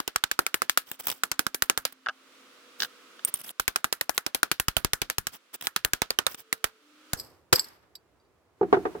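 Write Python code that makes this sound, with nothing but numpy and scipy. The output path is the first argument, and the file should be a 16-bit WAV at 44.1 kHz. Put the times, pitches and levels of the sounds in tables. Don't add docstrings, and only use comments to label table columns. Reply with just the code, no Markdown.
import sys
import numpy as np
from scipy import signal
from scipy.fft import rfft, irfft
from scipy.io import wavfile
from scipy.ndimage import uniform_filter1d

SR = 44100
rng = np.random.default_rng(int(sys.argv[2]) if len(sys.argv) > 2 else 0)


def bounce(signal):
    frames = np.transpose(np.atleast_2d(signal))
    limited = np.clip(frames, -1, 1)
    pcm = np.round(limited * 32767).astype(np.int16)
    wavfile.write(sys.argv[1], SR, pcm)


N = 396900

FAST, FAST_END_S = 4, 7.16
TOP_HZ = 16500
ANVIL_PAN_DB = -1.5
MIRROR = np.array([[1], [-1]])

# low edge in Hz, high edge in Hz,
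# level in dB.
LINKS = [(2000, 16000, -9), (4450, 5300, 0), (7500, 8400, -8), (11600, 13200, -3)]


def undb(db):
    return 10 ** (np.asarray(db) / 20)


def pace(s):
    return FAST if s < FAST_END_S else 1


def add(track, s, sound):
    i = int(s * SR)
    n = min(sound.shape[-1], N - i)
    track[..., i:i + n] += sound[..., :n]


def fade(t, t60):
    return np.exp(-np.log(1000) * t / max(t60, 1e-3))


def surge(t, peak_s):
    return t / peak_s * np.exp(1 - t / peak_s)


def sides(db):
    return undb(np.array([[db], [-db]]) / 2)


def pair(likeness):
    mid, side = rng.standard_normal((2, N))
    c = np.clip(likeness, -1, 1)
    return np.sqrt((1 + c) / 2) * mid + np.sqrt((1 - c) / 2) * side * MIRROR


def band(x, lo_hz, hi_hz):
    sos = signal.butter(2, [lo_hz, min(hi_hz, .45 * SR)], "bandpass", fs=SR, output="sos")
    return signal.sosfilt(sos, x) * np.sqrt(SR / 2 / (hi_hz - lo_hz))


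def ring(modes, speed, damp, scatter_db, spread, rough, drift=0.022):
    t = np.arange(int(.35 * SR / speed)) / SR * speed
    out = np.zeros((2, len(t)))
    knots = np.arange(0, .36, .004)
    draws = rng.standard_normal((len(modes), 3))
    for (hz, db, t60), (weight, detune, lag) in zip(modes, draws):
        steps = rough * rng.standard_normal(len(knots)) * (knots > 0)
        waver = np.interp(t, knots, np.cumsum(steps))
        if hz * speed < TOP_HZ:
            phase = 2 * np.pi * hz * (1 + drift * detune) * t + waver + spread * lag * MIRROR / 2
            decay = fade(t, t60 * damp) + undb(-7.5) * fade(t, t60)
            onset = np.minimum(t * hz * 2, 1)
            out += undb(db + scatter_db * weight) * decay * np.sin(phase) * onset
    return out


def tilted(modes, db_per_octave):
    return [(hz, db + db_per_octave * np.log2(hz / 400), t60) for hz, db, t60 in modes]


def grit(size):
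    return undb(2.8 * uniform_filter1d(rng.standard_normal(N), size=size) * np.sqrt(size))


def hammer():
    # start in seconds, level in dB, clank in dB relative to the blow, clank pitch
    # in Hz as heard (it varies from blow to blow), thud in dB relative to the blow.
    blows = [(0.0014, -19, 3.5, 1180, -7), (0.0772, -14, -8, 3000, -11.5), (0.1597, -12, 2.5, 1270, -15.5),
             (0.238, -12.5, 4, 1490, -19.5), (0.3137, -15.5, 3.5, 1630, -19.5),
             (0.3909, -11.5, 5.5, 1350, -9.5), (0.4649, -13, -1.5, 2300, -21),
             (0.5426, -11.5, -5, 2720, -14.5), (0.619, -12.5, 3.5, 1260, -14),
             (0.6958, -11.5, -5, 1630, -23), (0.7742, -9.5, 1, 1415, -13.5), (1.2352, -13, 1.5, 1340, -12),
             (1.3154, -13, -19.5, 1490, -20.5), (1.3926, -9.5, 0, 1390, -14),
             (1.4661, -14.5, 1.5, 1420, -15), (1.5451, -16.5, -19, 1590, -12), (1.6221, -10, 0, 1510, -17),
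             (1.698, -9, -8, 1210, -13.5), (1.7756, -11, -7, 1500, -17.5), (1.8516, -13, -6, 4900, -12.5),
             (3.5975, -12, 2, 1380, -15), (3.6789, -11, 1.5, 1980, -18.5), (3.7595, -10, -1.5, 1320, -21.5),
             (3.8433, -10, 0, 1360, -15), (3.926, -10.5, -7, 4940, -14.5), (4.011, -12.5, -3, 1900, -14.5),
             (4.0939, -12.5, 0.5, 720, -14), (4.1782, -9.5, -4.5, 1950, -16),
             (4.2641, -13.5, -4, 5400, -11.5), (4.347, -9, -12, 3230, -16), (4.4305, -9, 3, 1430, -12.5),
             (4.5144, -12, -5, 1340, -12), (4.5983, -11.5, -8, 1360, -15.5), (4.6828, -9, -4, 1280, -19.5),
             (4.7667, -9.5, -2.5, 3070, -14), (4.8468, -10.5, -7.5, 2120, -12),
             (4.933, -10, -9, 1890, -19.5), (5.017, -11.5, -14.5, 1690, -13),
             (5.0994, -13.5, -7.5, 1690, -18), (5.1827, -13, -7, 1830, -18.5),
             (5.2692, -14.5, -5, 1580, -20), (5.670, -17, -28, 1400, -19.5),
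             (5.7618, -10.5, -4.5, 1300, -24), (5.8481, -9.5, -4.5, 1770, -15.5),
             (5.934, -9.5, -2.5, 1640, -15), (6.0183, -11, -13, 1660, -8), (6.1049, -12.5, 1.5, 4530, -12),
             (6.1877, -7.5, -1.5, 2990, -18), (6.2658, -11, 0, 3730, -11.5),
             (6.5272, -12.5, 3.5, 1980, -15.5), (6.6419, -10, -4.5, 1350, -15.5),
             (7.1328, -13, -21.5, 1410, -14), (7.5265, -8.5, -3.5, 370, -10.5)]
    # low edge in Hz, high edge in Hz, level in dB, tail in dB relative to
    # the band, t60 of the tail's main part in seconds at natural pace.
    blow_bands = [(29.3, 163, -11, -30, 0.27), (201, 924, -1, -6.5, 0.12), (780, 1990, 11.5, -18, 0.13),
                  (1880, 4930, -2.5, -15.5, 0.11), (4970, 8630, -3.5, -14.5, 0.075),
                  (9050, 15200, -4, -10, 0.083), (1190, 1700, -46.5, -10, 0.79)]
    # Hz at natural pace, level in dB, t60 of the lingering part in seconds
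    stand_modes = [(345, -21.5, 0.55), (420, -24, 0.51)]
    # time in seconds, level in dB.
    thump_course = [(0, -8.5), (4.4, -6.5), (4.9, 5), (6.3, -2.5), (6.55, -8.5), (7.2, 7)]

    crush_rise_s, crush_t60_s = .0016, .027
    rebound_s, rebound_db = 0.013, -10
    clank_peak_s, thud_peak_s = .003, 0.0072
    thud_hz, thud_tone_db = 442, 1
    side_lag = 1

    envelopes, rings = np.zeros((len(blow_bands), 2, N)), np.zeros((2, N))
    draws = rng.standard_normal((len(blows), 5))
    for (s, db, clank_db, clank_hz, thud_db), (side, late, hard, heavy, deep) in zip(blows, draws):
        natural = s > FAST_END_S
        heard_t = np.arange(int(.4 * SR / pace(s))) / SR
        t = heard_t * pace(s)
        chatter = undb(4.5 * np.interp(t, np.arange(16) * .0009, rng.standard_normal(16)))
        crush = np.minimum(t / crush_rise_s, 1) * fade(t, crush_t60_s) * chatter
        since = t - rebound_s * (1 + 0.12 * late)
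        rebound = undb(rebound_db + 5 * hard) * fade(np.abs(since), .006) * (since > 0)
        shiver = undb(2 * np.interp(t, np.arange(40) * .012, rng.standard_normal(40)))
        thump_db = np.interp(s, *np.transpose(thump_course)) + 2 * heavy
        mid_db = -10 if natural else -17.5
        gain = undb(db) * sides(ANVIL_PAN_DB + 2.2 * side)

        own_levels_db = (thump_db, thud_db, mid_db, 0, 0, 0, 0)
        for envelope, (_, _, band_db, tail_db, t60), own_db in zip(envelopes, blow_bands, own_levels_db):
            rattle_db = tail_db - 10 * natural + 3.5 * rng.standard_normal()
            tail_decay = fade(t, t60) + undb(-13.5) * fade(t, 5 * t60)
            tail = undb(rattle_db) * tail_decay * np.minimum(t / rebound_s, 1) * shiver
            add(envelope, s, gain * undb(band_db + own_db) * (crush + rebound + tail))

        lag = side_lag * np.sign(side) * MIRROR
        clank = surge(t, clank_peak_s) * np.sin(2 * np.pi * clank_hz * heard_t + lag)
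        add(rings, s, gain * undb(clank_db) * clank)
        thud_tone = np.sin(2 * np.pi * thud_hz * 1.325 ** deep * heard_t + lag)
        add(rings, s, gain * undb(thud_db + thud_tone_db) * surge(t, thud_peak_s) * thud_tone)
        stand = ring(stand_modes, pace(s), .3, scatter_db=2.5, spread=1.2, rough=1.2)
        add(rings, s, gain * undb(-8 * natural) * stand)

    noises = (band(pair(0) * e, lo, hi) for e, (lo, hi, _, _, _) in zip(envelopes, blow_bands))
    return rings + sum(noises)


def spoon():
    # start in seconds, level in dB, ring in dB relative to the clink.
    clinks = [(0.9149, -23, -20), (1.0693, -13.5, -18), (1.0825, -16, -15), (1.0912, -19.5, -14),
              (1.1004, -17, -12), (1.1148, -20, -12), (1.1233, -26, -14), (1.924, -34.5, -13),
              (3.249, -27.5, -3.5), (3.3403, -22, -10.5), (3.4138, -34.5, -23), (3.492, -31.5, -31),
              (5.61, -26, -24), (5.6233, -25, -30), (6.345, -24, -4), (7.198, -32.5, -8),
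              (7.53, -24.5, 2.5), (7.5572, -16.5, -18.5), (7.5944, -23.5, -0.5), (7.644, -46, 4),
              (7.953, -37, -13)]
    # middle in seconds, length in seconds, level in dB.
    scrapes = [(0.887, 0.075, -48.5), (0.94, 0.06, -47), (1.003, 0.031, -34), (1.024, 0.013, -47),
               (1.049, 0.049, -41.5), (1.137, 0.19, -49), (2.829, 0.1, -34.5), (3.286, 0.046, -35.5),
               (3.356, 0.022, -39.5), (3.374, 0.021, -43), (3.4, 0.04, -41.5), (3.446, 0.031, -41),
               (3.466, 0.022, -42), (3.483, 0.032, -39), (3.507, 0.022, -38.5), (4.157, 0.059, -44),
               (5.347, 0.071, -40.5), (5.547, 0.04, -33), (5.647, 0.036, -36), (5.66, 0.018, -38),
               (6.317, 0.077, -40.5), (6.398, 0.072, -43.5)]
    # Hz at natural pace,
    # level in dB, t60 of the lingering part in seconds at natural pace.
    flat_modes = [(1710, -7, 0.028), (4430, 3, 0.041), (4930, 6.5, 0.049), (5070, -2.5, 0.077),
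                  (7670, 0.5, 0.063), (12200, -1, 0.045)]
    lifted_modes = [(2197, 17.5, 0.13), (3780, 13, 0.11)]
    lifted_start_s, lifted_end_s = 3.24, 3.52

    high, low, rings = np.zeros(N), np.zeros(N), np.zeros((2, N))
    t = np.arange(int(.15 * SR)) / SR
    for s, db, ring_db in clinks:
        t60, low_db = (.035, -21) if s > FAST_END_S else (.022, -9)
        modes = lifted_modes if lifted_start_s < s < lifted_end_s else flat_modes
        add(high, s, undb(db) * fade(t, t60) * np.minimum(t * pace(s) / 0.0013, 1))
        add(low, s, undb(db + low_db) * fade(t, t60))
        rung = ring(modes, pace(s), .5, scatter_db=2.5, spread=1.6, rough=1.2, drift=.004)
        add(rings, s, undb(db + ring_db) * rung)
    for s, length, db in scrapes:
        swell = np.hanning(int(length * SR))
        add(high, s - length / 2, undb(db) * swell)
        add(low, s - length / 2, undb(db - 9) * swell)

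    sample = np.arange(N)
    lifted = (sample > lifted_start_s * SR) & (sample < lifted_end_s * SR)
    sheen = undb(-3) * band(pair(0) * high * lifted, 10560, 12220)

    hiss = pair(0) * high * grit(40)
    own_bands = sum(undb(db) * band(hiss, lo, hi) for lo, hi, db in LINKS)
    edges = np.geomspace(2800, TOP_HZ, 5)
    patchy = np.zeros((2, N))
    for lo, hi in zip(edges, edges[1:]):
        patchy += band(hiss * grit(150), lo, hi) * np.sqrt((hi - lo) / TOP_HZ)
    cut = int(FAST_END_S * SR)
    bright = np.hstack([patchy[:, :cut], own_bands[:, cut:]])
    body = band(pair(0.059) * low * grit(40), 130, 2200)
    return rings + sheen + bright + body


def bench():
    # start in seconds, level in dB, hardness as brightness in dB per octave.
    knocks = [(2.061, -22, 0.5), (2.0676, -17.5, -7), (2.086, -14, 1), (2.094, -20, 0), (2.803, -26.5, 6),
              (2.821, -19, 4.5), (2.832, -23, 5.5), (2.848, -25.5, 4), (3.193, -35, 2), (8.611, -9.5, -1.5),
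              (8.628, -14.5, 0.5), (8.7271, -6.5, 3), (8.7406, -13.5, 2), (8.768, -14.5, -0.5),
              (8.853, -20, 3.5), (8.861, -20.5, -2), (8.95, -29.5, 2.5), (8.962, -31, -5)]
    # Hz at natural pace, level in dB, t60 of the lingering part in seconds
    wood_modes = [(189.5, -8, 0.39), (333.6, -2.5, 0.41), (396.7, 11.5, 0.15), (738, 0, 0.17),
                  (866, -0.5, 0.08), (1183, -7, 0.08), (1560, -16, 0.07)]
    push_s, drop_db = 0.0092, -4.5

    out, edge = np.zeros((2, N)), np.zeros((2, N))
    for s, db, tilt_db in knocks:
        edge_db = -23 + 5 * tilt_db
        gain = undb(db) * sides(-1.1)
        modes = tilted(wood_modes, tilt_db)
        wood = ring(modes, pace(s), 0.58, scatter_db=1.5, spread=.8, rough=.9, drift=.006)
        pushes = np.arange(wood.shape[1]) / SR * pace(s) / push_s
        start = np.clip(.2 * tilt_db, .3, 1)
        push = np.interp(pushes, [0, .7, 1, 1.2], [start, 1, 1, undb(drop_db)])
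        add(out, s, gain * undb(-12) * wood * push)
        edge_t = np.arange(int(.1 * SR)) / SR * pace(s)
        add(edge, s, gain * undb(edge_db) * fade(edge_t, 0.088))
    hiss = pair(-0.36) * edge
    cut = int(FAST_END_S * SR)
    fast, natural = band(hiss, 3230, 5500), band(hiss, 750, 1500)
    return out + np.hstack([fast[:, :cut], natural[:, cut:]])


def chain():
    # start in seconds, level in dB, t60 in seconds.
    jangles = [(7.166, -47, 0.34), (7.535, -35.5, 0.3258)]
    # start in seconds, level in dB.
    lone_ticks = [(7.955, -39), (8.2, -67), (8.25, -72)]
    # Hz, level in dB, t60 of the lingering part in seconds.
    link_modes = [(3910, -3.1, 0.042), (4660, 0.35, 0.089)]

    envelope, lone = np.zeros(N), np.zeros((2, N))
    t = np.arange(SR // 2) / SR
    for s, db, t60 in jangles:
        add(envelope, s, undb(db) * fade(t, t60) * np.minimum(t / 0.016, 1))
    for s, db in lone_ticks:
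        tick = ring(link_modes, pace(s), .5, scatter_db=1.5, spread=1.2, rough=1.4, drift=.006)
        add(lone, s, undb(db) * tick)
    ticks = (rng.random(N) < 200 / SR) * undb(2.5 * rng.exponential(size=N))
    grains = 1.1 + signal.lfilter([1], [1, -np.exp(-1 / (.002 * SR))], ticks)
    jangle = sum(undb(db) * band(pair(0) * envelope * grains, lo, hi) for lo, hi, db in LINKS)
    return lone + jangle


def drone():
    # start pitch in Hz, glide in Hz per second, start in seconds, end in seconds, rms level in dB.
    tones = [(264, 0, .3, 3.3, -66), (490, 0, 2.2, 3.5, -66), (450, -20, 6.3, 6.9, -64),
             (290, 60, 6.75, 7.3, -62)]
    out = np.zeros(N)
    for hz, glide, start, end, db in tones:
        t = np.arange(int((end - start) * SR)) / SR
        wobble = np.cumsum(0.012 * rng.standard_normal(len(t)))
        swell = np.sqrt(2 * np.hanning(len(t)))
        tone = np.sin(2 * np.pi * (hz + glide * t / 2) * t + wobble)
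        add(out, start, undb(db) * swell * tone)
    return out


def yard():
    # Hz as heard, relative level in dB per Hz.
    fast_colour = [(60, -50.5), (177, -20), (258, -6), (393, -9), (521, -7.5), (796, -18), (1300, -4.5),
                   (1690, -12), (3260, -13.5), (15500, -32)]
    natural_colour = [(35, -45), (60, -8.5), (114, -11.5), (209, -18.5), (340, -10), (814, -18.5),
                      (1170, -20), (3200, -33.5), (16500, -45)]
    # time in seconds, level in dB.
    level_course = [(0, -60.5), (1.9, -61), (2.0, -63), (2.35, -54.5), (3.3, -53), (3.55, -63.5),
                    (6.8, -62.5), (7.12, -55.5), (7.17, -49), (7.45, -64.5), (7.9, -65), (8.55, -66),
                    (8.75, -46.5), (9, -48)]

    hz = np.fft.rfftfreq(N, 1 / SR) + 1
    mid, side = rfft(rng.standard_normal((2, N)))
    noise = mid + np.clip(hz / 2480, .45, 1) * side * MIRROR
    airs = []
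    for colour in (fast_colour, natural_colour):
        colour_hz, colour_db = np.transpose(colour)
        shape = undb(np.interp(np.log(hz), np.log(colour_hz), colour_db))
        air = irfft(noise * shape, N)
        airs.append(air / air.std())
    t = np.arange(N) / SR
    return np.where(t < FAST_END_S, *airs) * undb(np.interp(t, *np.transpose(level_course)))


def scene():
    at_anvil = sides(ANVIL_PAN_DB) * (spoon() + chain())
    return hammer() + at_anvil + bench() + drone() + sides(-2.0) * yard()


def record(dry):
    rounded = np.tanh(0.73 * dry) / 0.86
    return signal.sosfilt(signal.ellip(8, .2, 70, TOP_HZ, fs=SR, output="sos"), rounded)


dry = scene()
out = record(dry)
bounce(out)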